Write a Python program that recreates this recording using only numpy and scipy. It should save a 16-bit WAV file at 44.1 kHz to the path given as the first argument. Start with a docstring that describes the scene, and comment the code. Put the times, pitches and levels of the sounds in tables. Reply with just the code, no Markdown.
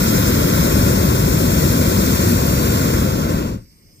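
"""A balloon burner roars overhead, a low flame under a hissing gas jet, heard by the two ports of a phone.
The valve closes slowly: the hiss sinks first, then the flame is cut off and a small pilot light whispers on.
Flame and jet are one coloured noise whose bass, middle and treble follow the valve, with random flicker.
The pilot light is a second, much fainter noise that creeps up in pitch and level towards the end.
As the phone tilts, the treble balance and the tiny delay between left and right shift."""
import sys
import numpy as np
from scipy import signal
from scipy.fft import rfft, irfft
from scipy.io import wavfile
from scipy.ndimage import uniform_filter1d, map_coordinates

SR = 44100
rng = np.random.default_rng(int(sys.argv[2]) if len(sys.argv) > 2 else 0)


def persist_wave(psi):
    """Save psi, clipped to +-1, as 16-bit WAV."""
    counts = np.round(np.clip(psi, -1, 1) * 32767).astype(np.int16)
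    wavfile.write(sys.argv[1], SR, np.atleast_2d(counts).T)


N = 176400

# Colour of the burner noise at the two ports, before the valve and the flicker change it.
# Each row: frequency in Hz, left level in dB per Hz, right level in dB per Hz,
# likeness of the two ports from 0 to 1, extra phase of the right port in radians.
BURNER_COLOUR = [(22,-62,-64.5,.95,-2),(40.2,-46,-47,0.95,0.5),(60,-38,-40,1,-0.04),(119,-38.5,-39.5,0.99,0.47),(188,-37.5,-41.5,0.95,0.76),(298,-43,-44.5,0.96,0),(370,-43.5,-46,1,-0.4),(431,-47,-55,0.91,-.5),(518,-46,-53,0.95,0.64),(728,-58,-57,1,-0.08),(852,-55,-59.5,0.91,-0.26),(1094,-52,-59,0.87,.5),(1183,-61,-56.5,0.78,0.8),(1436,-57,-57.5,0.92,-0.72),(1700,-63.5,-65,0.77,0),(1970,-62,-64.5,0.9,-0.2),(2420,-64.5,-66,0.3,0.8),(2660,-64.5,-65.5,0.99,0.24),(2900,-67,-67.5,.999,0.15),(3180,-64,-63.5,0.999,0.95),(3300,-62.5,-62.5,.9,.5),(3500,-65.5,-67,0.3,0.4),(3700,-66,-65.5,1,0.18),(4040,-66,-66,0.94,0.93),(4340,-65.5,-64,0.55,0.2),(4780,-63.5,-62.5,0.82,0.25),(5300,-64.5,-62,0.6,-1.2),(6340,-62,-63,0.35,-2),(6900,-61.5,-65,0.35,-4),(7440,-60.5,-67.5,0.2,-2),(8240,-62.5,-80,0.2,-5),(8770,-66.5,-79,0.3,-1),(10450,-66.5,-73,0,1),(11900,-62.5,-64.5,0.15,0),(13300,-61,-65.5,0.1,0),(15400,-58.5,-67,0,0)]
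# Colour of the pilot light and still air, before swell, flicker and rise.
# Each row: frequency in Hz, left level in dB per Hz, right level in dB per Hz,
# likeness of the two ports from 0 to 1, extra phase of the right port in radians.
PILOT_COLOUR = [(40,-79,-78,.97,1.5),(129,-72,-74,1,-0.7),(300,-84.5,-83,1,0.5),(553,-89,-97,0.3,0.5),(804,-105,-104,.15,-0.5),(1100,-96.5,-96,.68,0.5),(1400,-103,-105,.5,1),(1800,-102.5,-101,.4,0),(2210,-95,-94,.66,0),(2600,-103.6,-103.8,.95,2.5),(3100,-101,-101.1,.999,-0.2),(3850,-102,-101.9,.995,.8),(4200,-101,-100,0.5,0),(4770,-95,-91,.5,-1.5),(5100,-89,-83,0.8,0),(5400,-96.5,-92,.4,1),(5900,-97,-92,.27,-2.5),(7040,-103,-100,0.1,1),(7850,-99,-102,.1,-4.5),(8300,-84,-99,0,0),(8700,-98.5,-104,0,0),(9300,-100,-105,0,0),(11000,-101.5,-102,0,0),(12800,-100,-99,0,0),(13500,-91,-91,0,0),(14200,-98,-95,0,0),(15400,-108,-108,0,0)]
# How the closing valve changes the burner.
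# Each row: time in seconds, flame roar in dB, middle band in dB, jet hiss in dB.
VALVE_CLOSING = [(0, -0.5, 1, 0), (.5, 0.5, 1.5, -0.1), (1, 0.5, -.5, -1.5), (1.5, 0.5, -1.5, -0.5),
                 (2, 0.5, -1.5, -1), (2.5, -0.5, -1, -1), (2.87, 0.5, 0.5, -1.5), (3.15, -0.5, -3, -5),
                 (3.38, -3.5, -4, -8.5), (3.48, -3.5, -8.5, -12.5), (3.55, -8.5, -17.5, -19),
                 (3.6, -19.5, -27.5, -34), (3.65, -32, -38, -45), (3.685, -48, -48, -54),
                 (3.74, -61, -55, -60), (4, -65, -80, -80)]
# How the phone tilts.
# Each row: time in seconds, extra treble at the left port over the right in dB,
# extra lag of the right port in millionths of a second.
PHONE_TILT = [(0, -3, 7), (.5, -2.5, 18.5), (.85, 1, 2), (1.75, -0.5, -2), (2.3, -0.5, -17),
              (2.6, -1.5, -22), (2.9, -3, -1), (3.5, -2.5, -20), (3.65, -2, -31), (4, -1, -100)]

# Where each sound column of the valve table rules
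ROAR_HZ, MIDDLE_HZ, HISS_HZ = 400, 1660, 4070
# A dying flame keeps its deep rumble longest; the flame column holds exactly at FLAME_HZ
FLAME_HZ, FLAME_DARKEN_PER_OCT = 151, 0.21
TOP_SINK_PER_OCT = 0.22  # higher hiss follows the valve more steeply
# Random movement of the burner, in dB per unit of a random curve
SURGE_DB, NEIGHBOUR_DB, FLICKER_DB = 0.4, 0.3, 0.5
SHARED_FLUTTER_DB, OWN_FLUTTER_DB = 0.31, 1.22
FLUTTER_HOLD_S = 0.073  # slower changes than this are taken out of the flutter
# Tilting shades the right port most around SHADE_HZ; the gain is dB of shade per dB of tilt
SHADE_HZ, SHADE_OCT, SHADE_GAIN = 9450, 0.18, 0.69
PILOT_SWELL_DB, PILOT_FLICKER_DB = -0.7, 2.2  # dB per unit of a random curve
# Pitch speeds up by this share each second, passing normal speed at the middle time
PILOT_GLIDE_PER_S, PILOT_GLIDE_MID_S = 0.083, 3.82
PILOT_RISE_DB_PER_S = 9  # full rise from HISS_HZ up, less below
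BURNER_LAG_S, PILOT_LAG_S = 23 / 44100, 22 / 44100  # the right port hears it later
SHAKE_US = 4.2  # the hand's unsteadiness: millionths of a second per unit of a random curve
TOP_HZ = 15480  # the phone passes nothing much above this


def undb(db):
    """Turn decibels into a plain multiplier."""
    return 10 ** (np.asarray(db) / 20)


def walk(rate):
    """Random levels, each held for 1 / rate seconds, then smoothed twice; spread near 1."""
    hold = int(SR / rate)
    steps = np.repeat(rng.standard_normal(N // hold + 1), hold)
    smooth = uniform_filter1d(uniform_filter1d(steps, hold), hold)
    return 1.4 * smooth[:N]


def quick(rate):
    """A random walk without its slow part, leaving only the fast flutter."""
    curve = walk(rate)
    return curve - uniform_filter1d(curve, int(FLUTTER_HOLD_S * SR))


def ports(table, lag_s, level_db):
    """Noise coloured for two ports that partly agree; each half octave follows level_db(hz) over time."""
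    hz, left_db, right_db, likeness, turn = np.array(table).T
    f = np.arange(N // 2 + 1) * SR / N + 1e-3  # the small extra avoids log(0)

    def read(column):
        return np.interp(np.log(f), np.log(hz), column)

    noise = rfft(rng.standard_normal((2, N))) * np.sqrt(SR / 2)  # 0 dB per Hz
    first, second = noise * np.minimum(f / hz[0], 1) ** 2  # fade below the lowest row
    # The right port mixes a delayed copy of the left noise with noise of its own
    same = np.clip(read(likeness), 0, 1)
    delayed = first * np.exp(1j * (read(turn) - 2 * np.pi * f * lag_s))
    right = same * delayed + np.sqrt(1 - same ** 2) * second
    both = np.array([first * undb(read(left_db)), right * undb(read(right_db))])

    # Overlapping half-octave bands, counted from 30 Hz
    place = np.clip(2 * np.log2(f / 30), 0, 18)
    out = 0
    for k in range(19):
        band = irfft(both * np.maximum(1 - abs(place - k), 0), N)
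        out = out + band * undb(level_db(30 * 2 ** (k / 2)))
    return out


def burner(t):
    """Turbulent noise: bass follows the flame, treble the gas jet; bands surge together and flicker alone."""
    valve_s, *columns = np.array(VALVE_CLOSING).T
    flame, middle, jet = (np.interp(t, valve_s, column) for column in columns)
    tilt_s, treble_db, _ = np.array(PHONE_TILT).T
    tilt = np.interp(t, tilt_s, treble_db)
    surge, low, high = walk(3.3), walk(8.44), walk(8.9)
    shared_flutter = quick(42)

    def level_db(hz):
        # How much this band belongs to the jet: 0 in the roar, 1 in the hiss
        share = np.clip(np.log(hz / ROAR_HZ) / np.log(HISS_HZ / ROAR_HZ), 0, 1)
        top = max(np.log2(hz / HISS_HZ), 0)  # octaves above the hiss point

        # Blend the three valve columns by pitch
        centres = np.log([ROAR_HZ, MIDDLE_HZ, HISS_HZ])
        low_w, mid_w, top_w = (np.interp(np.log(hz), centres, w) for w in np.eye(3))
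        roar = flame * (1 + FLAME_DARKEN_PER_OCT * np.log2(hz / FLAME_HZ))
        hiss = jet * (1 + TOP_SINK_PER_OCT * top)
        valve = low_w * roar + mid_w * middle + top_w * hiss

        # Random movement: all bands, neighbouring bands, this band alone, then the jet's flutter
        chance = SURGE_DB * surge
        chance = chance + NEIGHBOUR_DB * (low + share * (high - low))
        chance = chance + FLICKER_DB * (1 - 0.36 * share) * walk(12)
        flutter = SHARED_FLUTTER_DB * shared_flutter + OWN_FLUTTER_DB * quick(42)
        chance = chance + share * flutter

        # Tilting lifts the treble on one side and lowers it on the other
        half = min(top, 1) / 2
        shade = SHADE_GAIN * np.exp(-(np.log2(hz / SHADE_HZ) / SHADE_OCT) ** 2)
        return valve + tilt * np.array([[half], [-half - shade]]) + chance

    return ports(BURNER_COLOUR, BURNER_LAG_S, level_db)


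def pilot(t):
    """A small flame's faint flutter and narrow hiss bands, creeping up in pitch and level near the end."""
    swell = walk(4.1)
    late = np.clip(t - PILOT_GLIDE_MID_S, -0.3, 1)

    def level_db(hz):
        rise = PILOT_RISE_DB_PER_S * late * min(hz / HISS_HZ, 1)
        return PILOT_SWELL_DB * swell + PILOT_FLICKER_DB * walk(34) + rise

    whisper = ports(PILOT_COLOUR, PILOT_LAG_S, level_db)
    # Reading the noise faster and faster raises its pitch
    place = np.cumsum(1 + PILOT_GLIDE_PER_S * late)
    return np.array([map_coordinates(side, [place], order=5, mode="mirror") for side in whisper])


def scene():
    """Burner and pilot light together; the tilting, unsteady phone shifts the right port in time."""
    t = np.arange(N) / SR
    left, right = burner(t) + pilot(t)
    tilt_s, _, lag_us = np.array(PHONE_TILT).T
    lag_s = (np.interp(t, tilt_s, lag_us) + SHAKE_US * walk(6)) / 1e6
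    shifted = map_coordinates(right, [(t - lag_s) * SR], order=5, mode="mirror")
    return np.array([left, shifted])


def record(dry):
    """The phone rounds the loudest peaks and cuts the top with a steep low-pass filter."""
    rounded = np.tanh(0.6 * dry) / 0.6
    top_cut = signal.ellip(16, 0.3, 70, TOP_HZ, fs=SR, output="sos")
    return signal.sosfilt(top_cut, rounded)


dry = scene()
out = record(dry)
persist_wave(out)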